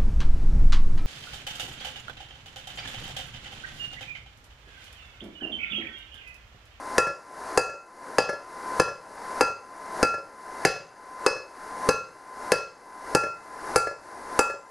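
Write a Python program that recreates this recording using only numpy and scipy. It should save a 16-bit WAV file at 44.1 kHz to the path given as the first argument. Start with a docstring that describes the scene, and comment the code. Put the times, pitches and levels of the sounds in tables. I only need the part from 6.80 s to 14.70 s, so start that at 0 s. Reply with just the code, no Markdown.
"""Forging at the anvil

A smith draws out a glowing billet with a hand hammer, on an anvil that stands on a stump in a paved yard.
Each blow cracks, thuds through the stump and excites the anvil's modes, which ring until the billet
settles and damps them. A forge blower whines nearby; an automatic gain control ducks it at each blow
and lets it swell again."""
import sys
import numpy as np
from scipy import signal
from scipy.fft import rfft, irfft, next_fast_len
from scipy.io import wavfile
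from scipy.ndimage import uniform_filter1d

SR = 44100
rng = np.random.default_rng(int(sys.argv[2]) if len(sys.argv) > 2 else 0)


def digitize_waveform(pressure):
    """Quantize a signal to 16-bit integers and store it at the path in sys.argv[1].

    Rows of a 2-D input are taken as channels; values are limited to [-1, 1].
    """
    field = np.atleast_2d(pressure).T
    bounded = np.clip(field, -1, 1)
    quanta = np.round(bounded * 32767).astype(np.int16)
    wavfile.write(sys.argv[1], SR, quanta)


N = 348390
T = np.arange(int(.6 * SR)) / SR  # seconds since a contact


# Each row: start in seconds, force in dB, place (0 at the node of the first bending mode, 1 at its
# antinode), upper bending mode in dB, crack treble in dB, first hop in seconds, landing level in dB,
# free ringing in seconds.
HAMMER_BLOWS = [ (0.1814, -.5, 0.76, -0.5, 2, 0.086, -14, 0.12),
                (0.7751, 3.5, 0.41, -3.5, 3, 0.12, -19.5, 0.23),
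                (1.3841, -4, 0.26, -4, -6, .1065, -14, 0.18),
                (1.9986, -2, 0.36, -6.5, -3.5, 0.083, -20, 0.1),
                (2.609, -0.5, 0.58, -4.5, -2, 0.068, -23, 0.099),
                (3.229, -0.5, 0.97, -1, 0.5, 0.11, -18, 0.13),
                (3.8503, 3.5, 0.17, -5, 2.5, 0.11, -23.5, 0.12),
                (4.4633, -2, 0.09, -3, -2.5, 0.1, -25.5, 0.13),
                (5.0890, 2, 0.45, -4, -.5, 0.039, -25, 0.12),
                (5.7192, 1, 0.38, -3.5, 1.5, 0.082, -23, 0.12),
                (6.3497, -1, 0.7, -3.5, 1.5, 0.085, -14.5, 0.18),
                (6.9597, -0.5, 0.92, -7.5, 8, 0.11, -14.5, 0.092),
                (7.591, 0.5, 0.69, 0, 6.5, .107, -16.5, 0.12)]

def hammering():
    """Impact and inelastic rebound: after each blow the billet hops, each time lower and more briefly."""
    impacts, steel = np.zeros(N), np.zeros(N)
    restitution = 0.37
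    for s, force_db, place, upper_db, treble_db, hop_s, landing_db, free_s in HAMMER_BLOWS:
        add(impacts, s, undb(force_db) * strike(place, treble_db))
        add(steel, s, undb(force_db) * anvil_ring(place, upper_db, free_s))
        for hop, after_s in enumerate(np.cumsum(hop_s * restitution ** np.arange(3))):
            knock, clink = landing(thud_db=landing_db - 9 - 7 * hop, clink_db=landing_db + 5.5 - 14 * hop)
            add(impacts, s + after_s, knock)
            add(steel, s + after_s, clink)
    return impacts, steel


# Modes of hammer head and billet. Each row: frequency in Hz, level in dB, t60 in seconds.
TOOL_MODES = [(1452, -17.5, 0.013), (1682, -17, 0.018), (2647, -28, 0.045), (4166, -25, 0.018),
              (4802, -19, 0.029), (5202, -25.5, 0.029), (6330, -24.5, 0.028), (7490, -34, 0.033),
              (8960, -25.5, 0.014), (10900, -56, 0.024)]

def strike(place, treble_db):
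    """Compliance: the more the anvil gives, the more air it pushes and the less the tools clang."""
    body = undb(1.5) * thud(rise_s=.0036, detune=.012) + place * undb(-18) * push(width_s=.00074)
    clang_db = 7 - 3 * place + 2 * rng.standard_normal(len(TOOL_MODES))
    clang = ring(TOOL_MODES, clang_db, detune=.01) * onset(rise_s=.0026)  # modes shift with the grip
    burst = crack(db=-14.5, t60=.037, treble_db=treble_db)
    return body + clang + burst + rattle(db=-16.5, t60=.26, count=14)


# The anvil's two main bending modes (first and third rows) among its overtones.
# Each row: frequency in Hz, level in dB, t60 in seconds.
ANVIL_MODES = [(1372, -22, .5), (1701, -31, .24), (2589, -26, .42), (4246, -46, .4), (5141, -43, .4),
               (5319, -44, .4), (5903, -46, .36), (2668, -54, .25), (3279, -57, .3), (9802, -57, .3)]

def anvil_ring(place, upper_db, free_s):
    """Mode shape: away from its node the first mode is driven harder, while three overtones wane."""
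    weights_db = 2 * rng.standard_normal(len(ANVIL_MODES))
    weights_db[:3] = 3 + 20 * np.log10(max(place, 1e-3)), 0, upper_db
    weights_db[3:6] += 4.5 - 26.5 * place
    damping = choke(free_s, low_t60=.5, high_t60=.44, other_t60=.42)
    return ring(ANVIL_MODES, weights_db, detune=.0003, damping=damping)


def choke(free_s, low_t60, high_t60, other_t60):
    """Contact damping: after free_s the settled billet adds a further decay to every mode."""
    t60 = np.full(len(ANVIL_MODES), other_t60)
    t60[0], t60[2] = low_t60, high_t60
    return fade(np.maximum(T - free_s, 0), t60[:, None])


def landing(thud_db, clink_db):
    """Secondary impact: the falling billet rocks the anvil but hardly drives its main bending modes."""
    knock = undb(thud_db) * thud(rise_s=.0022, detune=.014, rocking_db=19.5)
    tick = undb(clink_db) * crack(db=-25.5, t60=.054, treble_db=-4.5) * onset(rise_s=.003)
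    touch_db = -4 + 2 * rng.standard_normal(len(ANVIL_MODES))
    touch_db[:3] = -18, 3, -18
    clink = undb(clink_db) * ring(ANVIL_MODES, touch_db, detune=.00088) * fade(T, t60=.72)
    return knock + tick, clink


# Modes of the anvil's bulk on the stump, rocking first.
# Each row: frequency in Hz, level in dB, t60 in seconds.
STUMP_MODES = [(563.7, -27.5, 0.1), (208, -17.5, 0.019), (289.3, -13, 0.024), (452.6, -3, 0.025),
               (498.2, -4.5, 0.029), (794, -10, 0.023), (1114, -22, 0.03)]

def thud(rise_s, detune, rocking_db=0):
    """Mass on a damped spring: the anvil sinks into the stump; light contacts mostly rock it."""
    weights_db = np.zeros(len(STUMP_MODES))
    weights_db[0] = rocking_db
    return -ring(STUMP_MODES, weights_db, detune) * onset(rise_s)


# Contact noise. Each row: frequency in Hz, relative spectral density in dB.
CRACK_SPECTRUM = [(30, -45), (200, 3), (500, -1.5), (1500, -1.5), (2200, -7.5), (3300, -47.5), (4500, -12),
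                  (7000, -15.5), (10500, -17.5), (12000, -28)]

def crack(db, t60, treble_db):
    """Broadband transient: steel meets scaly steel, and a harder contact adds treble."""
    burst = colour(noise(CRACK_SPECTRUM, len(T)), [(2500, 0), (8000, treble_db)])
    return undb(db) * burst * fade(T, t60)


def push(width_s):
    """Acceleration noise: one swing of air pressure as the hammer head stops."""
    return -T / width_s * np.exp(1 - T / width_s)


def rattle(db, t60, count):
    """Contact chatter: the anvil shuffles on the stump in small, fading taps."""
    taps = np.zeros(len(T))
    times_s = np.linspace(.035, .22, count) + rng.uniform(-.00808, .00826, count)
    for s, size in zip(times_s, rng.standard_normal(count)):
        add(taps, s, np.array([size]))
    tap = thud(rise_s=.0016, detune=.055, rocking_db=6) + undb(-14) * push(width_s=.00063)
    return undb(db) * signal.fftconvolve(taps * fade(T, t60), tap)[:len(T)]


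# The yard's echoes. Each row: frequency in Hz, relative spectral density in dB.
ECHO_SPECTRUM = [(40, -15), (110, 7), (250, -10), (600, -2), (1200, 3), (2200, -3), (3300, 6.5), (5500, -2),
                 (8500, -1.5), (12000, 0)]

def yard(x, t60, treble_t60):
    """Reverberation: paving and house walls scatter the sound into a tail with two decay rates."""
    tail = noise(ECHO_SPECTRUM, len(T))
    low = colour(tail, [(5000, -10), (7500, -6.5), (9500, -37)])
    response = (low * fade(T, t60) + (tail - low) * fade(T, treble_t60)) * onset(rise_s=.0073)
    return signal.fftconvolve(x, response / np.linalg.norm(response))[:N]


# Rushing air. Each row: frequency in Hz, relative spectral density in dB.
AIR_SPECTRUM = [(30, -12), (130, -17.5), (290, -4), (600, -2.5), (950, -0.5), (1250, -6), (1550, -4),
                (2100, -14.5), (2500, -23), (3300, -28.5), (4600, -20.5), (6200, -22), (7800, -25.5),
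                (9200, -23), (11100, -22.5), (12000, -37)]
# Blade tones. Each row: frequency in Hz, rms level in dB.
BLADE_TONES = [(808, -88), (960, -76.5), (1026, -67), (2003, -87), (2051, -83.5), (2730, -99)]

def blower():
    """Fan noise: air rushes through the forge blower, whose blade tones waver with its speed."""
    air = noise(AIR_SPECTRUM, N) * undb(-64 + 1.4 * walk(8.7))
    speed = 1 + .0014 * walk(3) + .0028 * walk(60)
    rotor_s = np.cumsum(speed) / SR
    tones = sum(np.sqrt(2) * undb(db + 2.2 * walk(25)) * np.sin(2 * np.pi * hz * rotor_s)
                for hz, db in BLADE_TONES)
    return air + tones


# The microphone pair. Each row: frequency in Hz, left minus right in dB, lag of the left in radians.
PAIR_RESPONSE = [(60, 1, .03), (170, .9, 0), (380, 2.8, .06), (700, 2.6, .05), (1400, 2, .11),
                 (2000, .4, .04), (2600, .6, .06), (5000, -.3, .02), (10000, -.8, 0)]

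def microphone(x, sign):
    """Level and phase cues: the left (sign 1) and right (sign -1) microphones each take half."""
    hz, db, lag = np.transpose(PAIR_RESPONSE)
    size = next_fast_len(len(x))
    log_f = np.log(np.maximum(np.fft.rfftfreq(size, 1 / SR), 1))
    response = np.interp(log_f, np.log(hz), undb(sign * db / 2) * np.exp(-1j * sign * lag / 2))
    return irfft(rfft(x, size) * response, size)[:len(x)]


def gain_control(x, target_db, release_db_per_s, start_db):
    """Compression: the gain drops at once on a loud sound and climbs back at a steady rate."""
    power = uniform_filter1d(np.mean(x ** 2, axis=0), size=200)
    level_db = 10 * np.log10(np.maximum(power, 1e-12))
    level_db[0] = start_db  # the gain starts held down
    recovery_db = release_db_per_s * np.arange(N) / SR
    held_db = np.maximum.accumulate(level_db + recovery_db) - recovery_db
    return x * uniform_filter1d(undb(target_db - held_db), size=30)


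def ring(modes, weights_db=0, detune=0., damping=1):
    """Modal superposition: a sum of weighted, slightly detuned, decaying sinusoids."""
    hz, db, t60 = np.transpose(modes)
    hz = hz * (1 + detune * rng.standard_normal(len(hz)))
    partials = np.sin(2 * np.pi * hz[:, None] * T) * fade(T, t60[:, None]) * damping
    return undb(db + weights_db) @ partials


def onset(rise_s):
    """Finite rise time: a smooth start."""
    return 1 - np.exp(-(T / rise_s) ** 2)


def fade(t, t60):
    """Exponential decay by 60 dB in t60 seconds."""
    return np.exp(-np.log(1000) * t / t60)


def colour(x, points):
    """Spectral shaping by a curve of (Hz, dB) points."""
    hz, db = np.transpose(points)
    size = next_fast_len(len(x))
    f = np.maximum(np.fft.rfftfreq(size, 1 / SR), 1)
    gain = undb(np.interp(np.log(f), np.log(hz), db))
    return irfft(rfft(x, size) * gain, size)[:len(x)]


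def noise(points, size):
    """Coloured noise of rms 1."""
    x = colour(rng.standard_normal(size), points)
    return x / np.sqrt(np.mean(x ** 2))


def walk(rate):
    """Random modulation of spread near 1, with rate new values a second."""
    knots = rng.standard_normal(2000)
    return np.interp(np.arange(N) / SR * rate, np.arange(len(knots)), knots)


def delay(x, s):
    """Propagation delay of s seconds."""
    return np.interp(np.arange(N) - s * SR, np.arange(N), x, left=0)


def add(track, s, sound):
    """Superposition of a sound on the track at s seconds."""
    start = int(s * SR)
    part = track[start:start + len(sound)]
    part += sound[:len(part)]


def undb(db):
    """Decibels to amplitude ratio."""
    return 10 ** (np.asarray(db) / 20)


def scene():
    """Direct and diffuse fields: two close microphones hear nearly the same, but for echoes and air."""
    impacts, steel = hammering()
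    wall = undb(-15) * delay(impacts, s=.018)
    echoes = undb(-10) * yard(impacts, t60=.45, treble_t60=.23)
    mid = impacts + steel + wall + echoes + blower()
    diffuse_rush = undb(-81) * noise([(30, 7), (150, 8.5), (450, 12), (1000, 0), (1700, 17), (3000, -40),
                                      (6000, -108), (11000, 2), (12000, 5)], N)
    impact_scatter = undb(-28.5) * yard(impacts, t60=.44, treble_t60=.24)
    steel_scatter = undb(-18) * yard(steel, t60=.08, treble_t60=.084)
    side = impact_scatter + steel_scatter + diffuse_rush
    return np.array([microphone(mid + sign * side, sign) for sign in (1, -1)])


def record(dry):
    """Dynamic range and bandwidth limits: gain control, soft saturation and a steep low-pass."""
    levelled = gain_control(dry, target_db=-10, release_db_per_s=45, start_db=-33.5)
    ceiling, top_hz = undb(-4), 12000
    rounded = ceiling * np.tanh(levelled / ceiling)
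    return signal.sosfilt(signal.ellip(8, .2, 70, top_hz, fs=SR, output="sos"), rounded)


dry = scene()
out = record(dry)
digitize_waveform(out)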